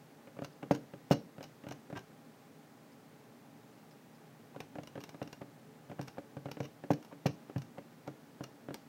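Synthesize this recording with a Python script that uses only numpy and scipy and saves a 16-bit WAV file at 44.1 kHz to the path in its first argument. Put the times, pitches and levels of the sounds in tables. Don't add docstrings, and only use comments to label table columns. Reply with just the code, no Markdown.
import sys
import numpy as np
from scipy import signal
from scipy.fft import rfft, irfft, next_fast_len
from scipy.io import wavfile

SR = 44100
rng = np.random.default_rng(int(sys.argv[2]) if len(sys.argv) > 2 else 0)


def store_wav(level_fs):
    pcm = np.round(np.clip(np.atleast_2d(level_fs), -1, 1) * 32767)
    wavfile.write(sys.argv[1], SR, pcm.T.astype(np.int16))


N = 391608
T = np.arange(SR // 2) / SR

# frequency_hz, density_db
AIR_SPECTRUM = [(25, -22), (60, -31), (90, -16), (125, -3.5), (300, -7), (560, -9), (1000, -15.5),
                (1800, -19), (3000, -25.5), (6000, -29), (10500, -33.5), (14000, -32.5), (15800, -31)]
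# pitch_hz, width_hz, level_db
ROOM_RESONANCES = [(126, 24, -9.5), (156.3, 10.6, 1.5), (233.6, 29, -1.5), (281, 30, -4), (431.5, 13, -5.5),
                   (814, 50, -11)]
# frequency_hz, t60_s
ROOM_DECAY = [(130, 0.3), (430, 0.34), (750, 0.19), (2500, 0.2), (5500, 0.28), (9000, 0.1), (15000, 0.11)]
# start_s, level_db
PEN_TICKS = [(.527, -45), (2.92, -45), (3.91, -40.5), (4.15, -46)]
SLIDE_STARTS = [.625, 4.545, 5.41, 5.986, 6.172, 7.114, 7.775, 8.066]
# pitch_hz, level_db, t60_s
TUBE_MODES = [(737, -4.5, 0.07), (962, -2, 0.074), (1560, 0, 0.045), (1650, 1, 0.0064), (2324, 7, 0.013),
              (2820, 3, 0.043), (2920, -17, 0.13)]
# pitch_hz, level_db, t60_s
STEEL_MODES = [(3550, -5, .02), (3940, -7, .02), (5050, -5, .02), (5450, 0, .028), (5750, -1, .028),
               (6200, -2, .02), (6600, -3, .02)]
# frequency_hz, density_db
EDGE_SPECTRUM = [(4000, -9), (7000, -7), (8800, 7), (10500, -18), (13500, 11), (16000, -21)]
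# start_s, length_s, level_db, tube_db (relative to the steel)
SPOUT_RATTLES = [(0.726, .036, -26.5, 2), (1.112, .02, -11, 4.5), (1.951, 0.035, -32.5, 21),
                 (4.603, .004, -23.5, 6), (6.629, 0.028, -28, 8.5), (7.26, .01, -14.5, 4.5)]
# start_s, level_db, edge_db (relative to the steel)
BITES = [(0.4448, -23, -16), (0.748, -26, -22), (1.1131, -15, -18), (1.4271, -28, -15), (1.439, -28, -17),
         (1.686, -28, -10), (1.7086, -27, -19), (1.721, -27.5, -15), (1.9712, -27.5, -27),
         (4.6034, -27.5, -22), (4.833, -32, -20), (4.8719, -29.5, -11), (5.004, -34, -10),
         (5.0371, -26.5, -8), (5.091, -30.5, -13), (5.226, -29, -14), (5.2742, -32.5, -23),
         (5.3276, -26.5, -18), (6.0122, -27.5, -10), (6.08, -27, -15), (6.514, -23.5, -12),
         (6.603, -29.5, -19), (6.933, -25.5, -13), (7.0258, -37, -13), (7.264, -19.5, -28),
         (7.58, -30, -10), (7.618, -32, -13), (8.0744, -32.5, -23), (8.438, -24, -11), (8.742, -21.5, -6)]
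# pitch_hz, level_db, t60_s
WALL_AND_ROOM_RING = [(197, -9, 0.094), (226.7, -17.5, 0.37), (291.5, 2.5, 0.12), (309.1, -14.5, 0.32),
                      (398, 1.5, 0.065), (461.2, -6.5, 0.14), (523, 5, 0.038), (569, 5, 0.057),
                      (695, 7.5, 0.031), (770, 0, 0.041)]
# pitch_hz, level_db, t60_s
BENDING_MODES = [(110, -3, .085), (136, 0, .125), (163, -10, .13)]
# frequency_hz, density_db
CLACK_SPECTRUM = [(500, -24), (900, -0.5), (1450, 2.5), (2000, -7), (2750, -7), (3300, -14), (5500, -26),
                  (8000, -28), (15000, -58)]
# start_s, level_db, thump_db (relative to the knock)
PUSHES = [(0.271, -24.5, -15), (0.365, -24, 0), (0.387, -13.5, -18), (0.418, -11.5, -4), (0.627, -11.5, -7),
          (0.708, 5.5, -9), (0.934, -17.5, -4.5), (1.108, 6.5, -3.5), (1.38, -20.5, -2),
          (1.405, -17.5, -18), (1.636, -20.5, -12), (1.665, -16.5, -0.5), (1.71, -15, -6),
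          (1.899, -19.5, -16), (1.925, -14.5, 0.5), (4.56, -17, -8), (4.753, -14.5, -23), (4.783, -14, -4),
          (4.953, -16, -9), (4.975, -15, -4), (5.143, -20.5, -7), (5.214, -9.5, -6), (5.414, -15, -7),
          (5.896, -22, 1), (5.913, -17, -14), (5.991, -11, 0.5), (6.18, -12, -15), (6.366, -14.5, -2),
          (6.455, -13, -3), (6.484, -17.5, -13), (6.568, -16, -10), (6.601, -8.5, -2), (6.836, -16, -7),
          (6.903, 4, -4), (7.123, -22, -7), (7.256, -1, 3.5), (7.495, -18, -19), (7.559, -11.5, 9),
          (7.78, -15, -10), (8.075, -12, -7.5), (8.405, -13.5, -4.5), (8.684, -14, -6.5),
          (8.705, -14.5, -11)]


def amp(db):
    return 10 ** (np.asarray(db) / 20)


def unit(x):
    return x / np.sqrt(np.sum(x ** 2) + 1e-20)


def along(points, hz):
    point_hz, values = np.transpose(points)
    return np.interp(np.log(hz + 1), np.log(point_hz + 1), values)


def filtered(x, response):
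    size = next_fast_len(len(x) + SR // 4)
    return irfft(rfft(x, size) * response(np.fft.rfftfreq(size, 1 / SR)), size)[:len(x)]


def add(track, start_s, x):
    part = track[round(start_s * SR):][:len(x)]
    part += x[:len(part)]


def ring(modes, spread):
    hz, db, t60 = np.transpose(modes)[:, :, None]
    size, detune, phase = spread * rng.standard_normal((3, len(hz), 1))
    envelopes = amp(db + 3 * size - 60 * T / t60)
    return np.sum(envelopes * np.cos(2 * np.pi * hz * (1 + .03 * detune) * T + 1.2 * phase), axis=0)


def burst(spectrum, t60_s):
    noise = filtered(rng.standard_normal(len(T)), lambda hz: amp(along(spectrum, hz)))
    return unit(noise * amp(-60 * T / t60_s))


def room_tone():
    def resonances(hz):
        return sum(amp(db) / (1 + (2 * (hz - pitch) / width) ** 2) for pitch, width, db in ROOM_RESONANCES)

    hiss = filtered(rng.standard_normal(N), lambda hz: amp(along(AIR_SPECTRUM, hz)))
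    drone = filtered(rng.standard_normal(N), resonances)
    return amp(-60) * hiss / hiss.std() + amp(-61) * drone / drone.std()


def in_room(x, wet_db, build_s):
    hz, t, bands = signal.stft(rng.standard_normal(len(T)), SR, nperseg=256)
    decay = amp(-60 * t / along(ROOM_DECAY, hz)[:, None])
    tail = signal.istft(bands * decay, SR, nperseg=256)[1][:len(T)]
    echo = unit(tail * (1 - np.exp(-T / build_s)))
    return x + amp(wet_db) * signal.fftconvolve(x, echo)[:len(x)]


def pen_ticks():
    out = np.zeros(N)
    for start_s, db in PEN_TICKS:
        add(out, start_s, amp(db) * burst([(2500, -24), (4500, -8), (5200, 0), (6200, -26)], t60_s=.07))
    return out


def bottle_slides(level_db=-27):
    out = np.zeros(N)
    attack = 1 - np.exp(-T / .00073)
    for start_s in SLIDE_STARTS:
        rub = burst([(200, -26), (550, 2.5), (900, 16), (1600, -14), (2800, -13), (4000, -42)], t60_s=.051)
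        add(out, start_s, amp(level_db) * unit(rub * attack))
    return out


def spout_click(tube_db, edge_db):
    crack = burst([(2500, -1.5), (3500, -2), (5800, -1), (8000, -17)], t60_s=.027)
    steel = unit(unit(ring(STEEL_MODES, spread=1)) + 1.7 * crack)
    roughness = burst([(400, 4), (750, 3.5), (1300, -5), (2900, -13), (3600, -46)], t60_s=.038)
    tube = unit(unit(ring(TUBE_MODES, spread=1)) + 1.9 * roughness)
    swell = 1 - np.exp(-T / .00014)
    edge = burst(EDGE_SPECTRUM, t60_s=.0083)
    return swell * (steel + amp(tube_db) * tube) + amp(edge_db) * edge


def scrapes_and_rattles(contacts_per_s=900, loose_above_db=-5):
    out = np.zeros(N)
    ball_lag_s, ball_length_s, ball_below_push_db, ball_tube_db = .0022, .014, 25.5, 4
    ball_rattles = [(start_s + ball_lag_s, ball_length_s, db - ball_below_push_db, ball_tube_db)
                    for start_s, db, _ in PUSHES if db > loose_above_db]
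    for start_s, length_s, db, tube_db in list(SPOUT_RATTLES) + ball_rattles:
        touching = (rng.random(len(T)) < contacts_per_s / SR) * (T < length_s)
        contacts = unit(touching * rng.standard_normal(len(T)))
        run = signal.fftconvolve(contacts, spout_click(tube_db, edge_db=-15))[:len(T)]
        add(out, start_s, amp(db) * in_room(run, wet_db=-14, build_s=.0036))
    return out


def tooth_clicks(click_delay_s=.001, graze_chance=.4, graze_within_s=.022, graze_db=-35, graze_edge_db=-10):
    out = np.zeros(N)
    strikes = [(*bite, True) for bite in BITES]
    for (bite_s, _, _), (when, luck) in zip(BITES, rng.random((len(BITES), 2))):
        graze_s = bite_s + graze_within_s * (2 * when - 1)
        strikes.append((graze_s, graze_db + rng.standard_normal(), graze_edge_db, luck < graze_chance))
    for start_s, db, edge_db, lands in strikes:
        click = in_room(spout_click(tube_db=4.5, edge_db=edge_db), wet_db=-12, build_s=.002)
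        add(out, start_s + click_delay_s, lands * amp(db) * click)
    return out


def bottle_knocks(contact_s=.00024, peak_s=.002487, clack_lag_s=.001914, usual_push_db=-15):
    out = np.zeros(N)
    force = np.exp(-.5 * ((T[:SR // 100] - peak_s) / contact_s) ** 2)
    swell = (1 - np.exp(-T / .003)) ** 2
    for start_s, db, thump_db in PUSHES:
        glancing = np.interp(db, [-10, 0], [1, 0])
        grip = 1 - np.exp(-T / (.0002 + .0002 * glancing))
        bending = swell * ring(BENDING_MODES, spread=.4)
        thump = unit(np.gradient(bending))
        ringing = ring(WALL_AND_ROOM_RING, spread=.2 + .4 * glancing)
        knock = unit(np.convolve(grip * ringing, force)[:len(T)])
        add(out, start_s, amp(db) * in_room(knock + amp(thump_db) * thump, wet_db=-16, build_s=.003))
        clack_db = -27.5 + .72 * (db - usual_push_db)
        clack = in_room(burst(CLACK_SPECTRUM, t60_s=.047), wet_db=-14.5, build_s=.003)
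        add(out, start_s + clack_lag_s, amp(clack_db) * clack)
    return out


def scene():
    gnawing = bottle_knocks() + bottle_slides() + tooth_clicks() + scrapes_and_rattles()
    return (gnawing + pen_ticks() + room_tone())[None]


def record(dry):
    low_cut_hz, top_hz = 82, 15830
    thinned = signal.sosfilt(signal.butter(3, low_cut_hz, "high", fs=SR, output="sos"), dry[0])
    return filtered(thinned, lambda hz: hz < top_hz)[None]


dry = scene()
out = record(dry)
store_wav(out)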